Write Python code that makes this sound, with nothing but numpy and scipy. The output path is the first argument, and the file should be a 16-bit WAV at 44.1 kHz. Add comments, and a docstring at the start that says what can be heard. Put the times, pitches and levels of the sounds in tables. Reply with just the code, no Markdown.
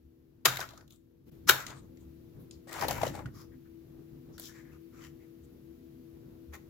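"""Breaking a hollow batter shell

Fingers break a brittle shell on a plate, lift it off the pile and turn it, close to a phone in a small room.
Cracks are noise volleys through a ring at the size of the piece; hollow knocks are short sines with a rattle.
Crunch and fingertip rub are grainy noise in swells; plate and table ring and boom as low sines and noise.
Fan tones, air rumble and hiss lie behind it all, quiet at first, then stepping up."""
import sys
import numpy as np
from scipy import signal
from scipy.fft import rfft, irfft
from scipy.io import wavfile

SR = 44100
rng = np.random.default_rng(int(sys.argv[2]) if len(sys.argv) > 2 else 0)


def file_out(sig):
    """Save sig as 16-bit WAV at sys.argv[1]."""
    # one column per channel
    cols = np.atleast_2d(sig).T
    # limit, then scale
    lim = np.clip(cols, -1, 1)
    pcm = np.round(lim * 32767).astype(np.int16)
    wavfile.write(sys.argv[1], SR, pcm)


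N = 295029


def undb(db):
    """Amplitude factor of a level in dB."""
    return 10 ** (np.asarray(db) / 20)


def unit(x):
    """Scale to an rms of 1."""
    return x / np.sqrt(np.mean(x ** 2))


def sides(pan_db):
    """Left and right gains whose levels differ by pan_db (left minus right)."""
    return undb(np.array([pan_db, -pan_db]) / 2)


def colour(x, table):
    """Causal minimum-phase filter from (hz, db) points; white noise keeps its rms."""
    hz, db = np.transpose(table)
    grid_hz = np.maximum(np.arange(2049) * SR / 4096, 1)
    curve_db = np.interp(np.log(grid_hz), np.log(hz), db, left=-70, right=-70)
    # folding the cepstrum onto positive times makes the filter causal
    cepstrum = irfft(curve_db * np.log(10) / 20)
    cepstrum[1:2048] *= 2
    cepstrum[2049:] = 0
    taps = irfft(np.exp(rfft(cepstrum)))[:2048]
    taps /= np.sqrt(np.sum(taps ** 2))
    return signal.oaconvolve(x, taps[None], axes=1)[:, :N]


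def ring(x, hz, width_hz):
    """One resonance, a pole pair with zeros at both band ends; white noise keeps its rms."""
    r = np.exp(-np.pi * width_hz / SR)
    gain = np.sqrt((1 - r * r) / 2)
    return signal.lfilter([gain, 0, -gain], [1, -2 * r * np.cos(2 * np.pi * hz / SR), r * r], x)


def walk(rate, t):
    """Random levels 1 / rate s apart, joined by straight lines and read at times t; spread near 1."""
    count = int(N / SR * 60) + 9
    return 1.1 * np.interp(t * rate, np.arange(count), rng.standard_normal(count))


def pair(shape, alike):
    """Noise at two microphone ports; alike is the share of power they have in common."""
    common, left, right = rng.standard_normal((3,) + shape)
    return np.sqrt(alike) * common + np.sqrt(1 - alike) * np.array([left, right])


def fade(t, rise_s, t60_s):
    """Soft onset times a decay of 60 dB in t60_s."""
    return (1 - np.exp(-t / rise_s)) * np.exp(-np.log(1000) * t / t60_s)


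def swell(s, rise_ms, fall_ms, flat=0.9):
    """Span and gain of a burst around its peak; flat over 1 rounds the top and steepens the ends."""
    rise_s, fall_s = rise_ms / 1000, fall_ms / 1000
    at = slice(max(int((s - 3 * rise_s) * SR), 0), min(int((s + 3 * fall_s) * SR), N))
    t = np.arange(at.start, at.stop) / SR - s
    rise = np.abs(t / rise_s) ** (flat + 0.8)
    fall = np.abs(t / fall_s) ** flat
    return at, undb(-20 * np.where(t < 0, rise, fall))


def boom(table, split_hz):
    """Low noise that is the same at both ports in the deep bass and parts from the split upward."""
    mid, side = colour(rng.standard_normal((2, N)), table)
    side = signal.sosfilt(signal.butter(1, split_hz, "high", fs=SR, output="sos"), side)
    return np.array([mid + side, mid - side]) * sides(1.5)[:, None]


def fan():
    """Low fan tones wavering in level and phase, drawn on a coarse time grid and then filled in."""
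    # fan tones: hz, base_level_db, left_minus_right_db, waver_db
    tones = [(74.2, -70, 2, 9), (116.4, -72.5, 1.5, 2.5), (147, -68, 3, 4.5), (184, -71, 1.5, 3.5),
             (228.3, -68, 5.5, 0), (254.3, -65, 3, 4), (282, -80.5, 3.5, 3), (330.8, -60, 14, 2.5),
             (363.5, -72, 6.5, -2), (403, -75, 6.5, 3), (434, -83, 3.5, 4), (473.6, -73, 9, 3),
             (527, -82.5, 8, 4.5), (655, -81.5, 5, 3.5)]
    step = 16  # samples
    t = np.arange(0, N + step, step) / SR
    total = 0
    for hz, db, pan_db, waver_db in tones:
        level = np.sqrt(2) * undb(db + waver_db * walk(14, t))
        turns = hz * t + rng.random() + 0.11 * walk(6.2, t)
        tone = level * np.exp(2j * np.pi * turns)
        # the tone arrives out of step left and right
        ports = sides(pan_db) * np.exp(1j * hz * np.array([0, .003]))
        total = total + (ports[:, None] * tone).real
    return signal.resample_poly(total, step, 1, axis=1)[:, :N]


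def background():
    """Fan tones, wavering air rumble and steady microphone hiss under one common level curve."""
    # quiet at first, a step up with a brief gap in it, a sag after the loudest crack: time_s, gain_db
    level_curve = [(0, -8.5), (1.255, -10), (1.27, 0), (1.298, 3.5), (1.302, -8.5), (1.312, -10.5),
                   (1.318, 2), (1.6, -6), (2.0, -0.5), (2.6, -0.5), (3.5, -1.5), (4.5, 1), (5.5, 0),
                   (6.7, 0.5)]
    # spectrum of the air rumble: hz, relative_db
    air_colour = [(15, -27), (35, -5.5), (70, -5), (150, 0), (200, -10), (260, -6.5), (400, -13.5),
                  (520, -18.5), (620, -26.5), (1200, -35), (2000, -43)]
    # spectrum of the hiss: hz, relative_db
    hiss_colour = [(500, -3.5), (1500, -3.5), (4000, -6.5), (7000, -11), (8600, -17), (10500, -10),
                   (13000, -4), (15000, -3.5), (16500, -17.5)]
    t = np.arange(N) / SR
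    air = undb(-58 + 3.1 * walk(13, t)) * boom(air_colour, split_hz=390.0)
    hiss = undb(-71.5) * colour(rng.standard_normal((2, N)), hiss_colour) * sides(3.0)[:, None]
    level_db = np.interp(t, *np.transpose(level_curve))
    return (fan() + air + hiss) * undb(level_db)


def plate():
    """Pushes on the pile rock the plate, and the table top booms as low noise."""
    # spectrum of the boom: hz, relative_db
    sway_colour = [(20, -19.5), (40, -6.5), (70, -3.5), (105, -0.5), (135, -2), (200, -9), (300, -8),
                   (450, -24.5)]
    # pushes: peak_s, rise_ms (over 20 dB), fall_ms (over 20 dB), level_db
    pushes = [(.47, 27, 59.5, -44), (.52, 49, 799, -53.5), (1.3, 87, 600.5, -62.5),
              (1.5, 60.5, 89.5, -42.5), (1.67, 41, 250, -52.5), (2.38, 600, 600, -60), (2.83, 57, 895, -44),
              (3.12, 304, 115, -47), (3.27, 119, 32, -47), (3.37, 53, 46, -56)]
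    push = np.zeros(N)
    for s, rise_ms, fall_ms, db in pushes:
        at, gain = swell(s, rise_ms, fall_ms)
        push[at] += undb(db) * gain
    return push * boom(sway_colour, split_hz=270.0)


def room(x):
    """Small room: a fading cloud of echoes, different at each port."""
    t60_s, first_echo_s, level_db = .28, .004, -10.5
    t = np.arange(SR // 3) / SR
    tail = rng.standard_normal((2, len(t))) * np.exp(-np.log(1000) * t / t60_s) * (t > first_echo_s)
    tail /= np.sqrt(np.sum(tail ** 2, axis=1, keepdims=True))
    return undb(level_db) * signal.fftconvolve(x, tail, axes=1)[:, :N]


def thuds():
    """Plate and table top ring as low decaying sines, alike at both ports."""
    # thuds: start_s, level_db (before the fade), pitch_hz, t60_s
    rings = [(.455, -21.5, 413, 0.032), (0.469, -34, 130, 0.37), (1.496, -18.5, 381, 0.045),
             (1.5, -42, 135.3, 0.61), (2.83, -57, 130, 0.46), (3.029, -33.5, 106, 0.34),
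             (3.246, -33.5, 132, 0.22)]
    t = np.arange(SR // 2) / SR
    out = np.zeros((2, N + SR))
    for s, db, hz, t60_s in rings:
        start = int(s * SR)
        thud = np.sin(2 * np.pi * hz * t) * fade(t, 1.3 / hz, t60_s)
        out[:, start:start + len(t)] += undb(db) * thud
    return out[:, :N]


def knocks():
    """A piece gives way and rings its wall or air pocket: a short sine with a noisy rattle that outlasts it."""
    # knocks: start_s, level_db (before the fade), pitch_hz, left_minus_right_db
    hits = [(0.454, -13, 1840, 5), (0.458, -15, 1314, -5), (0.471, -26, 1350, 8.5),
            (0.482, -16.5, 1310, -1), (0.57, -26, 2120, 1), (0.592, -26, 743, 3), (0.612, -25, 1480, 6),
            (0.627, -30, 1420, 11), (0.639, -34, 1320, 1), (0.735, -43.5, 663, 4), (0.775, -45, 1263, 0),
            (0.809, -50, 1490, 6.5), (1.487, -14, 1414, 7), (1.494, -18, 1460, -14),
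            (1.495, -2.5, 1495, 5.5), (1.501, -20, 1510, 4), (1.665, -37.5, 1980, 3), (2.671, -42, 530, 8),
            (2.692, -43.5, 1900, 12.5), (2.762, -31, 840, 3), (2.722, -48, 1180, 1), (2.789, -32, 1190, 12),
            (2.813, -30.5, 1034, -13), (2.823, -25, 870, 19), (2.834, -21, 806, 9.5),
            (2.844, -23.5, 875, -9), (2.85, -23, 520, 9), (2.881, -27, 581, 9), (2.887, -27, 835, 2),
            (2.908, -21, 746, 5), (2.982, -32, 975, 14), (3.014, -25.5, 930, 13), (3.032, -11, 658, 5.5),
            (3.052, -28, 920, 0), (3.068, -21.5, 550, 2), (3.151, -30.5, 820, 6), (3.19, -35, 1116, 8.5),
            (3.257, -35.5, 1450, 0), (4.38, -46, 1490, 1), (4.395, -50, 657, 14.5),
            (6.534, -41, 1815, -5.5), (6.549, -40, 1883, 0.5)]
    full_scale_t60_s, longer_per_db = .016, .012
    size = SR // 12
    t = np.arange(size) / SR
    lag_s = np.array([[0], [.00008]])  # the clean ring reaches the right port later
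    out = np.zeros((2, N + SR))
    for s, db, hz, pan_db in hits:
        # a hard knock breaks the piece and cuts its ring short
        t60_s = full_scale_t60_s * (1 - longer_per_db * db)
        clean = -np.sin(2 * np.pi * hz * (t - lag_s)) * fade(t, .0011, t60_s)
        rattle = ring(pair((size,), 0.1) * fade(t, .0014, 1.5 * t60_s), hz, .35 * hz)
        start = int(s * SR)
        out[:, start:start + size] += undb(db) * (clean + 0.52 * rattle) * sides(pan_db)[:, None]
    return out[:, :N]


def grains(scatter_db, clump_db):
    """Loudness of fractures a millisecond long: uneven, and in clumps."""
    size = np.minimum(rng.exponential(size=N // 44 + 1), 4.2).repeat(44)[:N]
    return unit(undb(scatter_db * size + clump_db * walk(50, np.arange(N) / SR)))


def piece(x, hz):
    """Ring of one piece of wall: two equal resonances in a row give steep flanks; noise keeps its rms."""
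    width_hz = .3 * hz
    return ring(ring(x, hz, width_hz), hz, width_hz) * np.sqrt(2 * np.pi * width_hz / SR)


def cracks(snap, sizzle, focus, sizzle_lean):
    """Sharp cracks: a quick volley of fractures that thins out, brightest at the size of the piece."""
    # cracks: start_s, snap_db (before trims), snap_centre_hz, sizzle_db, left_minus_right_db
    breaks = [(0.4536, -13.5, 4060, -20.5, 5), (0.4556, -11, 3250, -26, 12), (0.4601, -14, 3680, -34, -3),
              (0.4834, -31.5, 3610, -43, -1), (0.57, -31, 3800, -37, 6), (0.6034, -28.5, 5300, -40, 1),
              (0.6115, -35, 3900, -49, 0), (0.6893, -40.5, 3920, -57, 0), (0.7064, -44, 3730, -57, 3),
              (0.7344, -53, 3500, -77, 8), (0.7757, -40, 6500, -58, 4), (0.808, -54, 5100, -74, -3),
              (0.8778, -53, 3600, -63, 3), (0.9056, -47.5, 3710, -55.5, 4.5), (0.9226, -47, 6710, -69, 6),
              (0.9583, -54.5, 7540, -74, 6), (1.483, -22.5, 5720, -30, -0.5), (1.49, -13, 3120, -22.5, 18),
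              (1.494, -4, 3780, -12.5, 0.5), (1.497, -19, 3970, -19, 12), (1.6654, -24.5, 6670, -47, 4),
              (1.9712, -51.5, 2200, -80, 0), (2.5099, -34, 6820, -69.5, 1), (2.691, -62, 7120, -55.5, 8),
              (2.712, -46, 7250, -55.5, 5.5), (2.7278, -32.5, 6600, -38.5, 7), (2.794, -38, 4580, -51, 3.5),
              (2.8102, -29, 4850, -41.5, 6), (2.8829, -25.5, 4070, -28, 9.5), (2.9087, -23, 2880, -33, 11),
              (3.0162, -33, 2400, -50, 12), (3.033, -42, 3000, -52, 2.5), (3.0656, -31, 3150, -55, 12),
              (3.0774, -33.5, 3800, -49, 6), (3.141, -55, 2690, -63, 21), (3.2021, -53, 6900, -60, 0),
              (3.257, -50, 2600, -68.5, 13), (4.3797, -42, 4200, -49, 7.5), (4.3964, -44, 4520, -38.5, 14),
              (4.427, -51, 7300, -52.5, 3), (5.04, -51, 3060, -66.5, -3), (6.538, -47, 6030, -54, 10)]
    size = SR // 16
    t = np.arange(size) / SR
    for s, snap_db, hz, sizzle_db, pan_db in breaks:
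        at = slice(int(s * SR), int(s * SR) + size)
        pan = sides(pan_db)[:, None]
        volley = pair((size,), 0.11) * fade(t, rise_s=.0003, t60_s=.024)
        # a small piece gives little sound far below its own ring
        thin = signal.lfilter(*signal.butter(2, .55 * hz, "high", fs=SR), volley)
        snap[:, at] += undb(snap_db - 8.0) * thin * pan
        focus[:, at] += undb(snap_db - 10) * piece(volley, hz) * pan
        sizzle[:, at] += undb(sizzle_db) * volley * sides(sizzle_lean * pan_db)[:, None]


def crunch(snap, sizzle, focus, shell, pocket, sizzle_lean):
    """Dense crunch and fingertip rub: grainy noise swelling and falling, each burst on one piece."""
    # bursts: peak_s, rise_ms (over 20 dB), fall_ms (over 20 dB), snap_db, snap_centre_hz,
    # wall_db, wall_centre_hz, pocket_db, sizzle_db (levels before trims)
    bursts = [(0.455, 5, 31, -25, 6400, -25.5, 1276, -30, -29.5),
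              (0.484, 17, 157, -45, 3620, -39.5, 1480, -47.5, -48),
              (.615, 50, 61, -51, 2300, -46, 1460, -49.5, -54.5),
              (.697, 42, 120, -68.5, 3930, -62, 1260, -66, -69.5),
              (.81, 44, 53, -79, 5040, -73.5, 1460, -69.5, -77),
              (.915, 25, 59, -74.5, 3620, -83, 1280, -82.5, -71.5),
              (.93, 23.5, 60, -72.5, 7100, -93.5, 1021, -94.5, -78.5),
              (1.478, 7, 22, -40, 5000, -41, 1247, -65.5, -42.5),
              (1.494, 10.5, 29, -27, 3830, -23, 1440, -34, -26.5),
              (1.52, 19, 93, -51, 3530, -40, 1500, -42, -54),
              (1.6, 62, 73, -50, 2640, -44.5, 1410, -57.5, -58),
              (1.71, 66, 51, -50.5, 6280, -52, 1250, -52.5, -65),
              (1.775, 39, 40, -59, 7090, -62.5, 1186, -64.5, -78),
              (1.835, 25, 40, -74.5, 6460, -80.5, 1100, -88, -90),
              (2.015, 25, 34.5, -71.5, 6780, -79, 977, -90.5, -92),
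              (2.41, 24.5, 51, -83.5, 3670, -95, 962, -89.5, -69),
              (2.53, 21, 39, -66, 4630, -87.5, 1247, -80.5, -80.5),
              (2.68, 9, 119.5, -53.5, 7100, -56.5, 1800, -56.5, -65.5),
              (2.733, 25, 90, -49, 7200, -48.5, 1290, -52, -57),
              (2.78, 57, 60, -53.5, 3200, -45, 1050, -50.5, -58),
              (2.827, 49, 53, -47, 4840, -38.5, 990, -41.5, -46),
              (2.9, 46, 84, -46.5, 3120, -39, 1030, -40, -49),
              (2.975, 60, 62, -52.5, 2960, -43, 1010, -47, -53.5),
              (3.03, 37, 27, -50, 2400, -42, 960, -39.5, -51),
              (3.069, 38, 54, -47, 3000, -45.5, 1650, -47, -50),
              (3.162, 44, 54, -55, 7100, -49.5, 1000, -50, -63),
              (3.204, 42, 47.5, -68, 2280, -57, 1120, -49, -69.5),
              (3.272, 22, 32, -77.5, 2800, -67, 1720, -63, -77),
              (3.395, 65, 67.5, -63, 5030, -61, 1204, -71.5, -64),
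              (3.54, 33, 30, -85, 2283, -71, 1705, -85, -87),
              (3.667, 15.5, 15, -84, 2298, -72.5, 1450, -88, -85),
              (4.35, 26, 31, -68, 5440, -74, 1340, -78, -82),
              (4.395, 17, 63, -57.5, 7370, -63.5, 1575, -71.5, -68),
              (4.456, 43.5, 47, -58, 3700, -88, 1500, -90, -80),
              (4.459, 70, 74, -54, 5200, -71, 1503, -83, -56),
              (4.5, 24.5, 40.5, -62, 6520, -61, 1570, -91, -76.5),
              (4.575, 65.5, 60, -64, 2310, -59.5, 1720, -83, -73),
              (4.68, 84.5, 80, -78.5, 2294, -67.5, 1760, -88.5, -86),
              (4.752, 45, 25.5, -71, 2640, -69, 1244, -80, -79),
              (4.97, 48.5, 90, -67, 2300, -62.5, 1300, -80, -76),
              (5.05, 60.5, 57, -60, 3020, -56, 1800, -79, -66.5),
              (5.225, 29.5, 45, -80, 2300, -70, 1996, -83.5, -86),
              (5.447, 16, 17.5, -70, 6800, -88, 1228, -87, -87),
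              (6.542, 18.5, 40, -56.5, 5970, -49.5, 1864, -55.5, -59)]
    lean_db = 5  # left minus right
    lean = sides(lean_db)[:, None]
    fine = pair((N,), 0.28) * grains(3.5, 1.6)
    coarse = pair((N,), 0.44) * grains(1.8, 1.7) * lean
    smooth = pair((N,), 0.074) * grains(1.8, 1.3)
    body = signal.butter(1, (1700, 3400), "band", fs=SR)
    for s, rise_ms, fall_ms, snap_db, snap_hz, wall_db, wall_hz, pocket_db, sizzle_db in bursts:
        # a light rub wakes one small piece and sounds narrow; a hard break sounds broad
        light_db = np.clip(.5 * (-52 - max(snap_db, wall_db)), 0, 9)
        at, gain = swell(s, rise_ms, fall_ms, flat=1.5 + .2 * light_db)
        # every piece reads fractures of its own from the noise
        shift = int(rng.random() * SR / 4) * (1 if s < 3 else -1)
        own = slice(at.start + shift, at.stop + shift)
        # a light rub hisses evenly, where a break crackles
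        even = np.clip(light_db / 6.0, 0, 1)
        high = gain * (np.sqrt(1 - even) * fine[:, own] + np.sqrt(even) * smooth[:, own])
        low = gain * coarse[:, own]
        focus[:, at] += undb(snap_db - 6.0 + .51 * light_db) * piece(high, snap_hz) * lean
        focus[:, at] += undb(wall_db - 6.5 + 0.7 * light_db) * piece(low, wall_hz)
        # small pieces lack the lower part of the snap
        small = np.clip((snap_hz - 3500) / 1500, 0, 1) * np.clip(light_db / 3 + .4, 0, 1)
        bright = high - small * signal.lfilter(*body, high)
        snap[:, at] += undb(snap_db - 0.6 * light_db) * bright * lean
        sizzle[:, at] += undb(sizzle_db) * high * sides(sizzle_lean * lean_db)[:, None]
        shell[:, at] += undb(wall_db - 3.0 - 0.9 * light_db) * low
        pocket[:, at] += undb(pocket_db) * low


def wall():
    """The brittle wall breaking: broad layers take fixed colours, each piece adds its own narrow ring."""
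    # broad snap of the wall: hz, relative_db
    snap_colour = [(1500, -19), (2200, -4.5), (2800, -2.5), (3500, 0), (4500, -2), (6500, -0.5),
                   (7600, 0.5), (8600, -17.5), (9500, -28.5)]
    # highest treble: hz, relative_db
    sizzle_colour = [(8000, -32), (9300, -8.5), (11000, -1.5), (12500, -0.5), (14000, -1.5), (15200, -1.5),
                     (16500, -11)]
    # hollow shell: hz, relative_db
    shell_colour = [(600, -22.5), (1000, -6), (1400, -0.5), (1900, -4), (2400, -5.5), (3200, -24)]
    # air pocket inside: hz, relative_db
    pocket_colour = [(200, -13), (350, -1), (600, 2), (850, -1.5), (1100, -8.5), (1600, -26)]
    sizzle_lean = .3  # the highest treble leans less to one side
    snap, sizzle, focus, shell, pocket = np.zeros((5, 2, N + SR // 16))
    cracks(snap, sizzle, focus, sizzle_lean)
    crunch(snap, sizzle, focus, shell, pocket, sizzle_lean)
    broad = colour(snap, snap_colour) + colour(sizzle, sizzle_colour)
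    hollow = colour(shell, shell_colour) + colour(pocket, pocket_colour)
    return focus[:, :N] + broad + hollow


def scene():
    """Shell, knocks and thuds with their room echo, over the plate's boom and the background."""
    crust = wall() + knocks() + thuds()
    return crust + room(crust) + plate() + background()


def record(dry):
    """The phone softly rounds the very loudest peaks and cuts the top above 15.9 kHz."""
    rounded = dry / (1 + np.abs(dry / .9) ** 4) ** .25
    return signal.sosfilt(signal.ellip(8, .2, 70, 15900, fs=SR, output="sos"), rounded)


dry = scene()
out = record(dry)
file_out(out)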